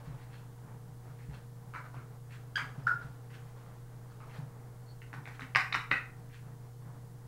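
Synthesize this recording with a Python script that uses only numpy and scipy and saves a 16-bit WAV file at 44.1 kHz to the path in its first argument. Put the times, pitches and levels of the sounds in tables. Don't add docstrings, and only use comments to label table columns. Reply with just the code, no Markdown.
import sys
import numpy as np
from scipy import signal
from scipy.fft import rfft, irfft, next_fast_len
from scipy.io import wavfile
from scipy.ndimage import map_coordinates

SR = 44100
rng = np.random.default_rng(int(sys.argv[2]) if len(sys.argv) > 2 else 0)


def int16_out(signal):
    q = np.round(np.clip(np.atleast_2d(signal).T, -1, 1) * 32767)
    wavfile.write(sys.argv[1], SR, q.astype(np.int16))


def ratio(d):
    e = np.asarray(d, float) / 20
    return 10 ** e


N = 321003
T = np.arange(N) / SR


def unit(x):
    return x / np.sqrt(np.mean(x ** 2) + 1e-20)


def along(points, hz):
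    f, v = np.transpose(points)
    return np.interp(np.log(hz + 1), np.log(f + 1), v)


def wobble(rate):
    knots = rng.standard_normal(int(N * rate / SR) + 4)
    return map_coordinates(knots, [T * rate])


def noise(response):
    m = next_fast_len(N + 8192)
    white = rfft(rng.standard_normal(m))
    return irfft(white * response(np.fft.rfftfreq(m, 1 / SR)), m)[:N]


def colored(curve):
    return unit(noise(lambda f: ratio(along(curve, f))))


def resonances(modes, f):
    total = 0
    for center, width, db in modes:
        once = 1j * f * width / (center * center - f * f + 1j * f * width)
        total = total + ratio(db) * once ** 2
    return total


# f/Hz, t60/s
ROOM_DECAY = [(150, 0.14), (800, 0.41), (2000, 0.34), (5000, 0.31), (12000, 0.53)]


def tail():
    hz, t, z = signal.stft(rng.standard_normal(SR // 2), SR, nperseg=256)
    decay = ratio(-60 * t / along(ROOM_DECAY, hz)[:, None])
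    x = signal.istft(z * decay, SR, nperseg=256)[1]
    t = np.arange(len(x)) / SR
    lumps = np.interp(t * 1000, np.arange(600), rng.standard_normal(600))
    x = x * ratio(3.5 * lumps * np.exp(-t / .06))
    x = x * np.clip((t - .0015) / .005, 0, 1)
    return x / np.linalg.norm(x)


def add(out, s, dry, ring, wet_db):
    wet = ratio(wet_db) * signal.fftconvolve(ring, tail())
    wet[:len(dry)] += dry
    out[round(s * SR):][:len(wet)] += wet


# f/Hz, level/dB per Hz
BAR_BUZZ = [(1500, -29), (4000, 5.5), (6500, -0.5), (9000, -4), (15000, -13)]


def contacts(rows, modes, object_db, width_hz, soft_hz, wire_db, wet_db, shade=0.66, flip=1):
    out, f, t = np.zeros(N + SR), np.fft.rfftfreq(2048, 1 / SR), np.arange(2048) / SR
    for (s, db, body_hz, tip_hz, tip_db), room_db in zip(rows, wet_db + np.zeros(len(rows))):
        struck = [(c, w, level + object_db + rng.normal(0, 2.0)) for c, w, level in modes]
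        struck += [(body_hz, width_hz, 0), (tip_hz, width_hz, tip_db)]
        dip = 1 - shade * resonances([(3290, 620, 0)], f)
        body = sum(flip ** k * resonances([mode], f) for k, mode in enumerate(sorted(struck)))
        ring = irfft(dip * body / (1 + 1j * f / soft_hz) ** 2)
        blow = ring * t * np.exp(-t / .001)
        buzz = unit(irfft(rfft(rng.standard_normal(2048)) * ratio(along(BAR_BUZZ, f))))
        buzz *= ratio(db + wire_db - 60 * t / 0.076) * (1 - np.exp(-t / 0.0027))
        start = s - np.abs(blow).argmax() / SR
        direct = ratio(db) * blow / np.abs(blow).max() + buzz
        full = ratio(db) * ring / np.abs(ring).max() + buzz
        add(out, start, direct, full, room_db)
    return out[:N]


# t/s, peak level/dB, body f/Hz, tip f/Hz, tip share/dB
ON_PERCH = [
    (5.5502, -15, 2300, 2600, -12),
    (5.5591, -6, 1900, 5000, -17),
    (5.566, -23, 1000, 1500, -3),
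]
# f/Hz, width/Hz, level/dB
PERCH_MODES = [(298, 200, -17), (776, 43, -0.5), (1220, 287, 4), (1600, 360, 4), (2360, 140, 3.5),
               (2620, 73, -20), (3840, 290, -13), (5100, 1100, -13), (6500, 1300, -32.5)]


def perch_knocks():
    return contacts(ON_PERCH, PERCH_MODES, object_db=-6.5, width_hz=550, soft_hz=5000,
                    wire_db=-36.5, wet_db=0.4, shade=0.7)


# t/s, peak level/dB, body f/Hz, tip f/Hz, tip share/dB
ON_SWING = [
    (5.7257, -23, 2300, 4500, -15),
    (5.7285, -19, 2000, 3830, 0),
    (5.7447, -19, 2000, 5300, -22),
    (5.75, -15.5, 1170, 2300, -3),
]
# f/Hz, width/Hz, level/dB
SWING_MODES = [(298, 170, -8.5), (533, 450, -15.5), (1318, 296, 3), (1600, 133, 3.5), (2300, 150, -6.5),
               (2820, 140, -2.5), (3780, 200, -15.5), (5400, 700, -13)]


def swing_knocks():
    return contacts(ON_SWING, SWING_MODES, object_db=-6.5, width_hz=550, soft_hz=5000,
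                    wire_db=-34.5, wet_db=0.8)


# t/s, peak level/dB, body f/Hz, tip f/Hz, tip share/dB
ON_DOWEL = [
    (5.9127, -28, 2000, 4000, -12),
    (5.9155, -11, 1940, 3800, -13),
    (5.9208, -19, 1500, 1950, 0),
]
# f/Hz, width/Hz, level/dB
DOWEL_MODES = [(258, 190, -14), (435, 310, -18), (770, 210, -12), (1440, 430, -2), (1914, 200, 1.5),
               (2500, 240, -4), (4000, 700, -18.5), (5250, 280, -46.5)]


def dowel_knocks():
    return contacts(ON_DOWEL, DOWEL_MODES, object_db=4.0, width_hz=310, soft_hz=4000,
                    wire_db=-40, wet_db=2.2)


# t/s, peak level/dB, pitch f/Hz, half length/s, overtones/dB
CLUCKS = [
    (2.5595, -24.5, 1597, 0.0016, -3),
    (2.872, -17, 1413, 0.0019, -34),
]
CLUCK_ECHOES = [
    (2.5685, -28, 1650, 0.0028, -12),
    (2.8798, -21, 1600, 0.0011, -45),
    (2.887, -23, 1400, 0.0037, -47),
    (2.8965, -21.5, 1440, 0.0031, -49),
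    (2.9165, -22, 1403, 0.003, -42),
]
HARMONICS_DB = [0, -4.5, -7, -19]


def hollow_tones(rows, wet_db):
    out, t = np.zeros(N + SR), np.arange(-900, 900) / SR
    for s, db, hz, half_s, over_db in rows:
        turn = 2 * np.pi * hz * (t + 3 * t * t)
        swell = np.exp(-.5 * (t / half_s) ** 2)
        tone = 0
        for k, level in enumerate(HARMONICS_DB):
            strength = ratio(level + over_db * (k > 0)) * swell ** (1 + 0.54 * k)
            tone = tone + strength * np.sin((k + 1) * turn)
        add(out, s + t[0], ratio(db) * tone, ratio(db) * tone, wet_db)
    return out[:N]


def tongue_clucks():
    first = hollow_tones(CLUCKS[:1], wet_db=1.0)
    second = hollow_tones(CLUCKS[1:], wet_db=-10)
    return first + second + hollow_tones(CLUCK_ECHOES, wet_db=-2.5)


# t/s, peak level/dB, body f/Hz, tip f/Hz, tip share/dB
ON_BARS = [
    (2.557, -31, 3020, 4900, -14),
    (2.8695, -36, 1710, 5180, 0.5),
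]
# f/Hz, width/Hz, level/dB
THIN_MODES = [(1702, 1000, 8), (2900, 500, 1.5), (4385, 490, -0.5), (6980, 2600, -14)]


def bar_knocks():
    return contacts(ON_BARS, THIN_MODES, object_db=-10, width_hz=560, soft_hz=5950,
                    wire_db=-18.5, wet_db=4.0)


# t/s, peak level/dB, body f/Hz, tip f/Hz, tip share/dB
ON_ROPE = [
    (5.0197, -41, 2050, 2650, -0.5),
    (5.1308, -35, 1760, 3200, -31),
    (5.1398, -36, 1130, 2200, -21),
    (5.195, -61, 980, 1980, -10),
    (5.2562, -38, 2200, 3500, -5.5),
    (5.2757, -32.5, 1940, 1146, -4.5),
    (5.298, -53.5, 1500, 3000, -6.5),
    (5.395, -31.5, 1260, 2300, -4.5),
    (5.409, -44, 3850, 6300, -10),
    (5.4207, -34, 1980, 2630, -5.5),
]
# f/Hz, width/Hz, level/dB
ROPE_MODES = [(260, 62, 4), (900, 268, -5.5), (1500, 170, 2), (2200, 250, -7), (3000, 600, -10),
              (3850, 400, -17)]


def rope_knocks():
    return contacts(ON_ROPE, ROPE_MODES, object_db=-3.5, width_hz=550, soft_hz=4000,
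                    wire_db=-26.5, wet_db=2.0)


# t/s, peak level/dB, body f/Hz, tip f/Hz, tip share/dB
ON_RING = [
    (2.575, -26.5, 1570, 3080, -10),
    (2.581, -24.5, 1310, 2084, 0.5),
    (2.874, -35, 1770, 1100, 9),
]
# t/s, peak level/dB, body f/Hz, room share/dB
ON_TOYS = [(1.739, -36, 1360, 6.5), (1.751, -35.5, 1404, 7), (1.763, -45, 1400, 5), (1.844, -44, 1400, 4.5),
           (1.933, -51.5, 870, 11), (1.944, -50, 1120, 8), (1.97, -45, 1360, 4), (3.617, -54, 1100, -1),
           (3.664, -49, 1010, -6), (3.713, -53, 865, 0), (3.789, -61, 790, -10), (4.205, -45, 1230, 3),
           (4.239, -44, 1080, -12), (4.401, -43, 930, -9)]
# f/Hz, width/Hz, level/dB
TOY_MODES = [(496, 1700, -12), (1003, 52, 5), (1400, 100, 9.5), (2300, 46, 4), (3980, 430, -8.5)]


def toy_knocks():
    ring = contacts(ON_RING, TOY_MODES[1:], object_db=-20, width_hz=550, soft_hz=3000,
                    wire_db=-32.5, wet_db=5.5)
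    tip_hz, tip_db = 2050, -7.5
    rows = [(s, db, hz, tip_hz, tip_db) for s, db, hz, _ in ON_TOYS]
    room_db = 3.0 + np.transpose(ON_TOYS)[-1]
    return ring + contacts(rows, TOY_MODES, object_db=-7, width_hz=590, soft_hz=3000,
                           wire_db=-32, wet_db=room_db, flip=-0.89)


# t/s, peak level/dB, stand f/Hz, floor share/dB
THUMPS = [(0.074, -36.5, 142.7, -10), (.134, -43, 133, -23), (.756, -49, 137, -8), (1.287, -37, 142, -5.5),
          (1.338, -50, 130, -18), (1.967, -41, 132, -16), (2.041, -52, 137, -20), (2.617, -44.5, 142, -19),
          (2.78, -36.5, 134.4, -27), (2.849, -38.5, 130, -24), (2.946, -43, 129, -20),
          (3.047, -40.5, 138.4, -12), (4.385, -35, 146, -29), (4.426, -41, 141, -18),
          (5.179, -40.5, 138.5, -17), (5.418, -50, 139, -6), (5.553, -41, 132, -28), (5.744, -57, 133, -22),
          (5.911, -44.5, 138, -7)]
# t/s, peak level/dB
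TRAY_KNOCKS = [
    (.075, -60),
    (2.617, -49),
    (2.782, -44.5),
    (5.128, -58),
    (5.417, -42.5),
    (5.554, -49.5),
    (5.744, -51.5),
    (5.912, -42),
]


def thumps():
    stand_t60_s, tray_t60_s, shudder_t60_s = 0.23, .15, 1.6
    tray_hz, tray_share_db, floor_hz, shudder_db = 258.8, -19, 63, -20
    out, shake, t = np.zeros(N + SR), np.zeros(N + SR), np.arange(SR) / SR
    push = 1 - np.exp(-t / 0.0023)
    tray = np.sin(2 * np.pi * tray_hz * t)
    for s, db, hz, floor_db in THUMPS:
        ring = np.sin(2 * np.pi * hz * t) + ratio(tray_share_db) * tray
        ring += ratio(floor_db + 2.0) * np.sin(2 * np.pi * floor_hz * t)
        out[round(s * SR):][:SR] += ratio(db + 2.0 - 60 * t / stand_t60_s) * push * ring
        power = ratio(db + shudder_db - 60 * t / shudder_t60_s) ** 2
        shake[round(s * SR):][:SR] += power * (1 - np.exp(-t / 0.026))
    for s, db in TRAY_KNOCKS:
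        out[round(s * SR):][:SR] += ratio(db - 60 * t / tray_t60_s) * push * tray
    return out[:N] + np.sqrt(shake[:N]) * colored(AIR)


# t/s, peak level/dB, body f/Hz
SMALL_TICKS = [(0.057, -53, 1520), (.0897, -58, 2200), (0.1804, -55.5, 2300), (0.215, -52.5, 1900),
               (1.19, -52.5, 2200), (1.2204, -52, 1700), (2.3087, -46.5, 2500), (3.02, -51.5, 1900),
               (3.1128, -58, 1510), (3.305, -51, 2900), (3.469, -59, 2260), (4.1006, -56, 1500),
               (4.298, -49.5, 2630), (4.361, -47, 1600), (3.336, -50, 2900), (6.345, -49.5, 2610)]


def small_ticks():
    tip_hz, tip_db = 2900, -7
    rows = [(s, db, hz, tip_hz, tip_db) for s, db, hz in SMALL_TICKS]
    return contacts(rows, THIN_MODES, object_db=-10.0, width_hz=1180, soft_hz=5000,
                    wire_db=-20.5, wet_db=9.5, shade=0.06, flip=-0.94)


# t/s, peak level/dB
LINK_BLIPS = [
    (2.838, -63),
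    (3.017, -63),
]


def link_clicks():
    hz, half_s, over_db = 5000, 0.0014, -45
    return hollow_tones([(s, db, hz, half_s, over_db) for s, db in LINK_BLIPS], wet_db=-6)


def squeak():
    peak_s, peak_db, rise_db_per_s, fall_db_per_s = 4.904, -64.5, 400, 261
    fade_db = np.where(T < peak_s, rise_db_per_s, fall_db_per_s) * np.abs(T - peak_s)
    return ratio(peak_db - fade_db) * unit(noise(lambda f: resonances([(4370, 300, 0)], f)))


# middle t/s, level/dB rms, half length/s
RUSTLES = [
    (.06, -60, .12),
    (0.458, -68.5, 0.12),
    (1.11, -66.5, .06),
    (1.892, -61, 0.093),
    (2.734, -61, 0.15),
    (3.01, -62, 0.11),
    (3.444, -67, 0.11),
    (3.695, -67.5, 0.15),
    (4.291, -60, 0.091),
    (5.29, -61, 0.03),
]
# f/Hz, level/dB per Hz
FEATHERS = [(150, -35), (400, 0.5), (1000, 2), (2000, -10), (4000, -17.5), (7000, -26), (12000, -60)]


def rustles():
    swells = sum(ratio(db) * np.exp(-.5 * ((T - s) / half_s) ** 2) for s, db, half_s in RUSTLES)
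    return swells * ratio(2.8 * wobble(40)) * colored(FEATHERS)


# delay t/s, peak level/dB, body f/Hz
CLOCK_STEP = [
    (0, -55, 2410),
    (.012, -55, 2400),
    (.034, -48, 1800),
    (.042, -48, 1530),
]


def clock():
    first_s, tip_hz, tip_db = .299, 2900, 1
    scatter_s, scatter_db = .002, .5
    steps = [(first_s + k + delay, db, hz) for k in range(N // SR) for delay, db, hz in CLOCK_STEP]
    late, loud = rng.standard_normal((len(steps), 2)).T
    rows = [(s + scatter_s * a, db + scatter_db * b, hz, tip_hz, tip_db)
            for (s, db, hz), a, b in zip(steps, late, loud)]
    return contacts(rows, THIN_MODES, object_db=-5.0, width_hz=1300, soft_hz=5020,
                    wire_db=-22.5, wet_db=8, shade=0.07, flip=-0.79)


HUM_HZ = [120.49, 128.6, 471.5]
HUM_DB = [-49.5, -65.5, -67]
# f/Hz, width/Hz, level/dB rms
AIR_MODES = [(62, 18, -68), (148.3, 9.7, -61), (170, 30, -69.5), (250, 30, -75.5), (287.6, 18, -72.5),
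             (352.4, 57, -74.5), (430, 17, -72), (763.5, 25, -75.5)]
# f/Hz, level/dB per Hz
AIR = [(60, -33.5), (105, -4.5), (135, 0.5), (200, -8), (330, -17), (900, -15.5), (2080, -27), (6000, -73)]
# f/Hz, level/dB per Hz
RUMBLE = [(12, -28.5), (22, 3.5), (45, -6.5), (85, -9), (110, -16.5), (200, -42.5), (400, -120)]


def hum():
    out = np.zeros(N)
    for hz, db in zip(HUM_HZ, HUM_DB):
        out += np.sqrt(2) * ratio(db + .4 * wobble(1.3)) * np.sin(2 * np.pi * hz * T)
    for hz, width, db in AIR_MODES:
        mode = unit(noise(lambda f: resonances([(hz, width, 0)], f)))
        out += ratio(db + 0.4 * wobble(3.83)) * mode
    out += ratio(-59 + 2.0 * wobble(14)) * colored(AIR)
    return out + ratio(-63.5 + 1.3 * wobble(3)) * colored(RUMBLE)


def scene():
    bird = perch_knocks() + swing_knocks() + dowel_knocks()
    bird += tongue_clucks() + bar_knocks()
    bird += rope_knocks() + toy_knocks() + thumps()
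    bird += small_ticks() + link_clicks() + squeak() + rustles()
    return (bird + clock() + hum())[None]


def roll_off(x):
    return signal.sosfilt(signal.butter(12, 15940, fs=SR, output="sos"), x)


# f/Hz, level/dB per Hz
HISS = [(880, -39), (1500, -16.5), (1810, -9.5), (2140, -25.5), (2740, -5), (3080, -4.5), (9940, -4),
        (15800, -9)]
# f/Hz, level/dB rms
COMB = [(4000, -108), (7000, -95), (10000, -105.5), (13500, -91.5), (14600, -104), (15300, -96.5),
        (15650, -83)]


def record(dry):
    comb_hz, top_hz, offset = 256.002, 15850, 0.00038
    hiss = ratio(-70 + 0.4) * colored(HISS)
    hz = comb_hz * np.arange(14, 62)
    size, turn = rng.standard_normal((len(hz), 2)).T
    heard = rfft(dry + hiss)
    lines = ratio(along(COMB, hz) + 2.0 + 3 * size) * np.exp(9j * turn)
    heard[:, np.round(hz * N / SR).astype(int)] += N / 2 * lines
    heard = irfft(heard * (np.fft.rfftfreq(N, 1 / SR) < top_hz), N)
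    return roll_off(heard + offset)


dry = scene()
out = record(dry)
int16_out(out)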